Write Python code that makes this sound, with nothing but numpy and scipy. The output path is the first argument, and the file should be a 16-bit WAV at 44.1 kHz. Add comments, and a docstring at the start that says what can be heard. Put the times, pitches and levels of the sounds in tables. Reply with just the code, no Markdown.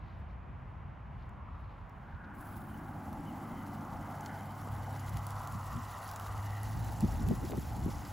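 """A hand-cranked seed spreader, carried across a pasture, first far from the microphone, then near.
Seed sprays off its spinning disc as a grainy hiss with single sharp ticks, over the whirr of its gears.
Tyres roar on a distant road, an engine and a hollow drone hum far away, a bird chirps and dry grass stirs.
Wind buffets the microphone, hardest near the end, among footstep rustles and a few pops and knocks."""
import sys
import numpy as np
from scipy import signal
from scipy.fft import rfft, irfft, next_fast_len
from scipy.io import wavfile
from scipy.ndimage import uniform_filter1d, map_coordinates

SR = 44100
rng = np.random.default_rng(int(sys.argv[2]) if len(sys.argv) > 2 else 0)


def generate_wav(sig):
    """Save sig (samples, or channels by samples) to the path in sys.argv[1] as 16-bit PCM at SR."""
    pcm = np.round(np.clip(np.atleast_2d(sig).T, -1, 1) * 32767).astype(np.int16)
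    wavfile.write(sys.argv[1], SR, pcm)


N = 358091
TOP_HZ = 15800  # upper band limit


def amp(db):
    """Decibels to gain."""
    return 10 ** (np.asarray(db) / 20)


def unit(x):
    """Scale to rms 1."""
    return x / np.sqrt(np.mean(x ** 2) + 1e-20)


def clock():
    """Time of every sample in seconds."""
    return np.arange(N) / SR


def curves(rows):
    """One value per sample for each column after the time."""
    times, *columns = np.transpose(rows)
    return [np.interp(clock(), times, column) for column in columns]


def wobble(rate):
    """A smooth random curve, rate knots a second."""
    knots = rng.standard_normal(int(N * rate / SR) + 4)
    return map_coordinates(knots, [np.arange(N) * rate / SR])


def swell(s, half):
    """A bell-shaped rise and fall around time s."""
    return np.exp(-np.minimum(((clock() - s) / half) ** 2 / 2, 50))


def with_swells(steady, rows):
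    """A gain with (time_s, half_length_s, level_db) swells added in power."""
    return np.sqrt(steady ** 2 + sum((amp(db) * swell(s, half)) ** 2 for s, half, db in rows))


def filtered(x, response):
    """x through a filter given as a function of frequency."""
    size = next_fast_len(N + 8192)
    return irfft(rfft(x, size) * response(np.fft.rfftfreq(size, 1 / SR)), size)[..., :N]


def coloured(x, points):
    """x shaped by a (frequency_hz, gain_db) spectrum, at rms 1."""
    points_hz, db = np.transpose(points)
    return unit(filtered(x, lambda hz: amp(np.interp(np.log(hz + 1), np.log(points_hz), db))))


def hump(hz, centre, width):
    """A resonance applied twice, for steep sides."""
    return (hz * width) ** 2 / ((centre ** 2 - hz ** 2) ** 2 + (hz * width) ** 2)


def noise(side_db, size=N):
    """Stereo white noise; side_db sets how much the channels differ."""
    mid, side = rng.standard_normal((2, size))
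    return unit(np.array([mid + amp(side_db) * side, mid - amp(side_db) * side]))


def patchy(x, depth_db):
    """Brief, narrow patches of the spectrum grow louder or softer at random."""
    spectra = signal.stft(x, nperseg=1024)[2]
    patches = uniform_filter1d(rng.standard_normal(spectra.shape[1:]), size=5, axis=0)
    patches = unit(uniform_filter1d(patches, size=3, axis=1))
    return unit(signal.istft(spectra * amp(depth_db * patches), nperseg=1024)[1][:, :N])


def hand_push(lag_s=0, hardest_s=5.05, turn_s=0.757):
    """The hand's effort over each turn of the crank, from -1 to 1."""
    return np.cos(2 * np.pi * (clock() - hardest_s - lag_s) / turn_s)


# Breeze at the microphone, lulling midway and freshening near the end: time_s, level_db
BREEZE = [(0, -47), (1.4, -46.5), (2.5, -57.5), (4.3, -59), (5.3, -52), (6.15, -56.5), (6.85, -40.5),
          (7.45, -37), (8.12, -46.5)]
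# Gusts that rise out of it: time_s, level_db
BREEZE_GUSTS = [(.5, -44), (2.58, -52), (3.15, -50), (3.5, -51), (3.96, -46.5), (4.75, -43.5),
                (5.15, -43.5), (5.56, -50), (5.76, -47), (6.33, -45), (6.8, -39), (7.05, -42.5),
                (7.31, -35.5), (7.85, -38.5)]
# Rumble of wind on the microphone: frequency_hz, gain_db
BUFFET_SPECTRUM = [(15, -56), (28, -40), (45, 1), (62, 3), (85, 2), (130, -4), (200, -18), (400, -43),
                   (1200, -106)]

def wind(lumps_db=2.0, gust_half_s=0.059, churn_db=-38.5, churn_growth=1.88, churn_hz=165):
    """Low, lumpy pressure on the microphone, which churns higher as the wind grows."""
    strength = with_swells(amp(curves(BREEZE)[0]), [(s, gust_half_s, db) for s, db in BREEZE_GUSTS])
    rumble = coloured(noise(side_db=-9), BUFFET_SPECTRUM)
    churn_band = lambda hz: hump(hz, churn_hz, width=240) / (1 + (hz / (2 * churn_hz)) ** 2)
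    churn = unit(filtered(noise(side_db=-3.5), churn_band))
    churn_gain = amp(churn_db) * (strength / strength.max()) ** churn_growth
    return amp(lumps_db * wobble(20)) * (strength * rumble + churn_gain * churn)


# Low tyre roar of the far road: time_s, level_db
ROAD_LEVEL = [(0, -71.5), (1.7, -69), (2.5, -57), (3.2, -54.5), (3.8, -49.5), (4.8, -48.5), (5.7, -52.5),
              (7.15, -50.5), (7.7, -54.5), (8.12, -51)]
# Single vehicles passing on it: time_s, half_length_s, middle_db, high_db
PASSING_VEHICLES = [(1.55, 0.18, -62.5, -90), (2.22, 0.18, -70, -59.5), (2.697, 0.25, -60.5, -59.5),
                    (3.932, 0.29, -52.5, -70), (4.33, .1, -70, -58), (5.657, 0.4, -48, -70),
                    (6.214, 0.16, -47.5, -61)]
# Open air over the pasture, then the three bands of tyre roar: frequency_hz, gain_db
AIR_SPECTRUM = [(25, -20.5), (60, -3.5), (110, -4.5), (170, -6.5), (260, -16), (380, -21.5), (480, -22),
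                (620, -19), (820, -17), (1000, -17), (1300, -24), (2000, -27), (2800, -34), (4000, -48),
                (7000, -61), (15500, -72)]
ROAR_LOW = [(350, -23.5), (480, -14), (620, -9.5), (730, -3.5), (835, -0.5), (920, -6), (1100, -23.5),
            (1600, -41.5)]
ROAR_MIDDLE = [(600, -18), (850, -8), (980, 9.5), (1150, 9), (1380, 5.5), (1550, -14.5), (2300, -44.5)]
ROAR_HIGH = [(1000, -28), (1300, -6.5), (1430, 10), (1630, 6.5), (1800, -2), (2200, -17), (3200, -51)]

def traffic(air_db=-52, middle_db=-55.5, high_db=-61, flicker_db=1, drift_db=1.34):
    """Distant tyres roar in three bands over steady outdoor air; single vehicles lift the upper two."""
    road_db, = curves(ROAD_LEVEL)
    lull_db = road_db - road_db.max()
    middle_swells = [(s, half, db) for s, half, db, _ in PASSING_VEHICLES]
    high_swells = [(s, half, db) for s, half, _, db in PASSING_VEHICLES]
    middle = with_swells(amp(middle_db + 0.41 * lull_db), middle_swells)
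    high = with_swells(amp(high_db + 0.63 * lull_db), high_swells)
    out = amp(air_db) * coloured(noise(side_db=-11), AIR_SPECTRUM)
    for gain, spectrum in ((amp(road_db), ROAR_LOW), (middle, ROAR_MIDDLE), (high, ROAR_HIGH)):
        waver = amp(flicker_db * wobble(30) + drift_db * wobble(5))
        out += gain * waver * coloured(noise(side_db=-30), spectrum)
    return out


# Faint stirs in the dry pasture grass: time_s, level_db, half_length_s
GRASS_RUSTLES = [(.08, -72, 0.11), (0.31, -72, 0.017), (1.216, -71.5, .03), (1.698, -74.5, 0.16),
                 (2.12, -73, .04), (2.25, -69, .006)]
# Colour of the stalks: frequency_hz, gain_db
GRASS_SPECTRUM = [(1500, -34), (2800, 2), (4200, -1), (5500, -12), (8000, -26)]

def grass(crinkle_db=3):
    """Stalks rub together in brief, crinkly swells."""
    gain = sum(amp(db) * swell(s, half) for s, db, half in GRASS_RUSTLES)
    crinkle = amp(crinkle_db * wobble(200)) * noise(side_db=2.5)
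    return gain * coloured(crinkle, GRASS_SPECTRUM)


# Coarse spray, jumping from far to near, then growing as it nears the microphone: time_s, level_db
SPRAY_LEVEL = [(2.3, -110), (2.39, -80), (2.95, -78.5), (3.3, -73.5), (4.8, -67.5), (5.1, -64), (7.2, -61),
               (8.12, -61.5)]
# Brief swells of grainy hiss, far seed early and footstep rustles later: time_s, boost_db, half_length_s
HISS_SWELLS = [(.19, 17.5, .025), (1.28, 10.5, .04), (1.602, 15, .05), (5.072, 7.5, 0.012),
               (5.27, 0, 0.035), (6.075, 5, 0.016), (7.903, 4, 0.013)]
# Coarse seed, then fine fizz: frequency_hz, gain_db
SEED_SPECTRUM = [(700, -31), (2000, -3), (3500, -3.5), (4800, -1), (6800, 0), (8500, -4.5), (11000, -10),
                 (15500, -31)]
FIZZ_SPECTRUM = [(3500, -12.5), (6500, -27), (8500, -6.5), (11200, -4.5), (13500, -2), (15000, -3),
                 (15800, -3.5)]

def seed_spray(grain_db=-3, hiss_db=-3, flutter_db=1.7):
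    """Seed flows off the disc in small clumps; the finest grains merge into a shimmering hiss."""
    patter = amp(grain_db) * seed_patter()
    hiss = amp(hiss_db) * patchy(noise(side_db=-17), depth_db=2.6)
    surge_db = flutter_db * wobble(60) + sum(db * swell(s, half) for s, db, half in HISS_SWELLS)
    return sum(amp(level_db + surge_db) * coloured(patter + hiss, spectrum)
               for level_db, spectrum in zip(spray_levels(), (SEED_SPECTRUM, FIZZ_SPECTRUM)))


def seed_patter(seeds_per_s=4600, spread_db=3, typical_decay_s=0.00036, lowest_hz=1500):
    """Every seed lands as a tiny ring with its own force, pitch and decay."""
    start, pitch, force, lasting = rng.random((int(seeds_per_s * N / SR), 4)).T[:, :, None]
    t = np.arange(SR // 500) / SR
    gain = amp(spread_db * np.minimum(-np.log(1 - force), 5))
    pitch_hz = lowest_hz + pitch * (TOP_HZ - lowest_hz)
    decay_s = typical_decay_s * 3 ** (2 * lasting - 1)
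    rings = gain * np.sin(2 * np.pi * pitch_hz * t) * np.exp(-t / decay_s)
    samples = (start * N).astype(int) + np.arange(len(t))
    return unit(np.bincount(samples.ravel(), rings.ravel(), N)[:N])


def spray_levels(near_s=2.32, rise_s=0.02, near_fizz_db=-60, far_fizz_db=-104, push_db=0.2):
    """Levels in dB of coarse seed and fine fizz; both follow the approach and lag each push."""
    seed_db, = curves(SPRAY_LEVEL)
    near = np.clip((clock() - near_s) / rise_s, 0, 1)  # fizz carries only from close by
    bright_db = 8.5 * swell(2.5, half=0.17)  # it sets in with a brief bright swell
    close_db = near_fizz_db + 0.51 * (seed_db - seed_db.max()) + bright_db
    fizz_db = near * close_db + (1 - near) * far_fizz_db
    return np.array([seed_db, fizz_db]) + push_db * hand_push(lag_s=0.22)


def stray_strikes(per_s=4, above_spray_db=23, spread_db=3.5):
    """Lighter seed strikes at random times, following the spray's level: start_s, strength_db."""
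    when, force = rng.random((int(per_s * N / SR), 2)).T
    start_s = when * N / SR
    spray_db = np.interp(start_s, *np.transpose(SPRAY_LEVEL))
    return list(zip(start_s, spray_db + above_spray_db + spread_db * (2 * force - 1)))


# The hardest seeds that strike the spreader's plastic: start_s, strength_db
HARD_STRIKES = [(1.294, -56), (1.896, -54.5), (3.1294, -43.5), (4.2097, -39), (4.26, -38), (5.0943, -36.5),
                (5.171, -32.5), (5.2679, -30), (5.3064, -34), (5.474, -31.5), (6.114, -30.5),
                (6.161, -30.5), (6.198, -31.5), (6.3789, -33), (6.633, -33), (7.007, -30.5), (7.287, -30),
                (7.509, -36)]

def seed_ticks(t60_s=0.0035, scatter_t60_s=0.04, scatter_db=-21, boost_db=3, colour_db=3):
    """Each seed hitting plastic is a short crack with its own colour, followed by a little scatter."""
    out, t = np.zeros(N + SR), np.arange(SR // 10) / SR
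    hz = np.fft.rfftfreq(len(t), 1 / SR)
    fade = amp(-60 * t / t60_s) + amp(scatter_db - 60 * t / scatter_t60_s)
    for s, db in HARD_STRIKES + stray_strikes():
        colour = amp(colour_db * np.interp(hz, np.linspace(0, TOP_HZ, 10), rng.standard_normal(10)))
        crack = fade * irfft(rfft(rng.standard_normal(len(t))) * colour, len(t))
        out[round(s * SR):][:len(t)] += amp(db + boost_db) * crack / np.abs(crack).max()
    return filtered(out[:N], lambda hz: hz ** 2 / (hz ** 2 + 3500 ** 2))  # high-pass


# A far engine that speeds up near the end, then a second, fainter note: time_s, pitch_hz, level_db
ENGINE_NOTE = [(1.9, 99.9, -80), (2.5, 100.7, -52.5), (4.1, 100, -50.5), (5.15, 99.8, -42), (6.0, 100, -53),
               (6.4, 100.5, -40.5), (6.8, 108.2, -39), (7.2, 110.1, -50.5), (8.1, 111.6, -49.5)]
FAINT_ENGINE_NOTE = [(2.1, 152.4, -81), (2.6, 152.2, -52), (4.1, 149.9, -56.5), (4.8, 136, -50.5),
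                     (5.7, 136.4, -51.5), (6.3, 137.2, -89)]
# Harmonics of either note: pitch_multiple, gain_db
ENGINE_HARMONICS = [(1, 0), (2, -29)]

def engine(track, waver_db=1.3):
    """A far engine's firing note wavers in the moving air."""
    pitch_hz, level_db = curves(track)
    phase = 2 * np.pi * np.cumsum(pitch_hz * (1 + 0.006 * wobble(10))) / SR
    note = sum(amp(db) * np.sqrt(2) * np.sin(k * phase) for k, db in ENGINE_HARMONICS)
    return amp(level_db + waver_db * wobble(7.3)) * note


# A hollow drone from far away: time_s, level_db
DRONE_LEVEL = [(1.9, -68.5), (2.45, -49), (3.55, -45), (4.7, -51.5), (6.2, -62), (6.7, -54.5),
               (8.12, -50.5)]
# Its resonances: centre_hz, width_hz, gain_db
DRONE_RESONANCES = [(159, 33, 0), (206, 13.6, 3), (242.3, 15, 2), (288, 13, 0.5)]
# Its broad bed: frequency_hz, gain_db
DRONE_SPECTRUM = [(70, -11.5), (130, -4), (170, -1), (240, 3), (300, -1.5), (360, -5.5), (450, -24.5),
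                  (800, -50)]

def drone(tones_db=-4, bed_db=-3):
    """A few fuzzy low tones stand in a bed of distant rumble."""
    peaks = lambda hz: sum(amp(db) * hump(hz, centre, width) for centre, width, db in DRONE_RESONANCES)
    tones = unit(filtered(noise(side_db=-29), peaks))
    bed = coloured(noise(side_db=-15), DRONE_SPECTRUM)
    return amp(curves(DRONE_LEVEL)[0]) * (amp(tones_db) * tones + amp(bed_db) * bed)


# The spreader's gears as it comes closer: time_s, mesh_hz, level_db
GEAR_MESH = [(2.0, 1010, -89), (3.3, 1009, -72.5), (4.9, 1010, -68.5), (5.7, 952, -67.5), (6.5, 955, -65.5),
             (7.3, 978, -73), (8.12, 1010, -71)]
# Overtones of the meshing teeth: mesh_multiple, gain_db
GEAR_OVERTONES = [(2, 4), (3, -5)]

def gear_whirr(blur_hz=135, chatter_db=1, push_db=3):
    """Loose plastic gears give blurred, chattering overtones of the mesh rate, louder at each push."""
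    mesh_hz, level_db = curves(GEAR_MESH)
    phase = 2 * np.pi * np.cumsum(mesh_hz * (1 + 0.008 * wobble(6))) / SR
    whirr = np.zeros(N)
    for k, db in GEAR_OVERTONES:
        rattle = unit(filtered(rng.standard_normal(N), lambda hz: 1 / (1 + (hz / blur_hz) ** 2)))
        whirr += amp(db) * np.sqrt(2) * rattle * np.sin(k * phase)
    return amp(level_db + push_db * hand_push() + chatter_db * wobble(120)) * whirr


# The hardest eddies that hit the microphone: time_s, level_db, half_length_s, centre_hz
WIND_EDDIES = [(2.147, -38.5, 0.0087, 88), (5.153, -39, 0.027, 113), (5.559, -37.5, 0.014, 120),
               (5.768, -39, 0.023, 151), (6.775, -37, 0.016, 140), (7.043, -25.5, .011, 168),
               (7.216, -35, 0.014, 180), (7.291, -32, .012, 126), (7.318, -27, .014, 202),
               (7.44, -38, 0.013, 267), (7.534, -40, .023, 285), (7.585, -29, 0.0058, 160),
               (7.783, -39, .02, 161), (7.858, -36.5, .016, 150), (7.887, -37, 0.0076, 262)]

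def eddies(relative_width=0.95):
    """Short, round puffs of air, each thudding with its own length and pitch."""
    out, t = np.zeros((2, N + SR)), np.arange(SR // 4) / SR - 1 / 8
    hz = np.fft.rfftfreq(len(t), 1 / SR)
    for s, db, half, centre_hz in WIND_EDDIES:
        bell = np.exp(-(t / half) ** 2 / 2)
        colour = hump(hz, centre_hz, relative_width * centre_hz) / (1 + (hz / (2.13 * centre_hz)) ** 4)
        puff = bell * irfft(rfft(noise(side_db=-7, size=len(t))) * colour, len(t))
        start = round((s + t[0]) * SR)
        out[:, start:start + len(t)] += amp(db) * unit(puff) * np.sqrt(np.mean(bell ** 2))
    return out[:, :N]


# A bird far across the pasture: start_s, length_s, top_pitch_hz, fall_hz, level_db
BIRD_CHIRPS = [(2.685, 0.026, 3100, 60, -71), (2.737, 0.017, 3040, 60, -65), (3.247, 0.075, 3060, 600, -64),
               (3.56, 0.048, 3150, 200, -68)]

def bird(rasp=0.025):
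    """Short, slightly raspy whistles that arch and fall."""
    out = np.zeros(N)
    for s, length, top_hz, fall_hz, db in BIRD_CHIRPS:
        progress = np.linspace(0, 1, round(length * SR))
        arch_hz = top_hz - fall_hz * ((3 * progress - 1) / 2) ** 2
        pitch_hz = arch_hz * (1 + rasp * wobble(400)[:len(progress)])
        whistle = np.sqrt(2) * np.sin(2 * np.pi * np.cumsum(pitch_hz) / SR)
        out[round(s * SR):][:len(whistle)] += amp(db) * np.sin(np.pi * progress) * whistle
    return out


def housing_clack(start_s=4.2615, ring_hz=4350, t60_s=0.014, level_db=-43):
    """One hard knock makes the spreader's plastic housing ring briefly."""
    t = np.maximum(clock() - start_s, 0)
    return amp(level_db - 60 * t / t60_s) * np.sin(2 * np.pi * ring_hz * t)


# Abrupt pops and small knocks: time_s, peak_db, centre_hz
POPS_AND_KNOCKS = [(4.2622, -34, 4730), (4.675, -33, 600), (7.046, -25, 159), (7.311, -28, 420),
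                   (7.4995, -33.5, 450), (7.521, -37, 1640), (7.535, -29, 499), (7.579, -29.5, 215),
                   (7.863, -25, 190)]

def pops():
    """Each pop or knock is one quick push and pull of pressure; the first one, at 4.26 s, is the hard knock on
    the spreader's plastic housing."""
    out = np.zeros(N)
    for s, db, centre_hz in POPS_AND_KNOCKS:
        phase = np.clip(2 * np.pi * centre_hz * (clock() - s), -10, 10)
        out -= amp(db) * phase * np.exp((1 - phase ** 2) / 2)
    return out


def scene():
    """The spreader in front, open country around it, wind right on the microphone."""
    spreader = seed_spray() + seed_ticks() + housing_clack() + gear_whirr()
    country = traffic() + engine(ENGINE_NOTE) + engine(FAINT_ENGINE_NOTE) + drone() + bird() + grass()
    return spreader + country + wind() + eddies() + pops()


# Stereo width of the overall sound, nearly mono from about 2 to 5 kHz: frequency_hz, side_gain_db
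STEREO_WIDTH = [(25, 3), (70, -7), (150, -4), (300, 0.5), (600, 7), (1600, 8), (2000, -0.5), (2400, -19),
                (3900, -30), (5000, -21.5), (15800, 3)]
# Phase between the two channels: frequency_hz, phase_rad
CHANNEL_PHASE = [(7300, 0), (7800, -1.4), (9050, -3.14), (10150, -4.7), (11150, -6.28), (12200, -7.85),
                 (13350, -9.42), (14400, -11), (15400, -12.57), (16200, -13.6)]

def record(dry):
    """The sound is nearly mono from about 2 to 5 kHz, parts in phase in the treble and is band-limited."""
    side = filtered((dry[0] - dry[1]) / 2, lambda hz: amp(np.interp(hz, *np.transpose(STEREO_WIDTH))))
    pair = dry.mean(axis=0) + np.array([side, -side])
    turn = lambda hz: np.interp(hz, *np.transpose(CHANNEL_PHASE)) / 2
    return filtered(pair, lambda hz: np.exp(1j * np.array([turn(hz), -turn(hz)])) * (hz < TOP_HZ))


dry = scene()
out = record(dry)
generate_wav(out)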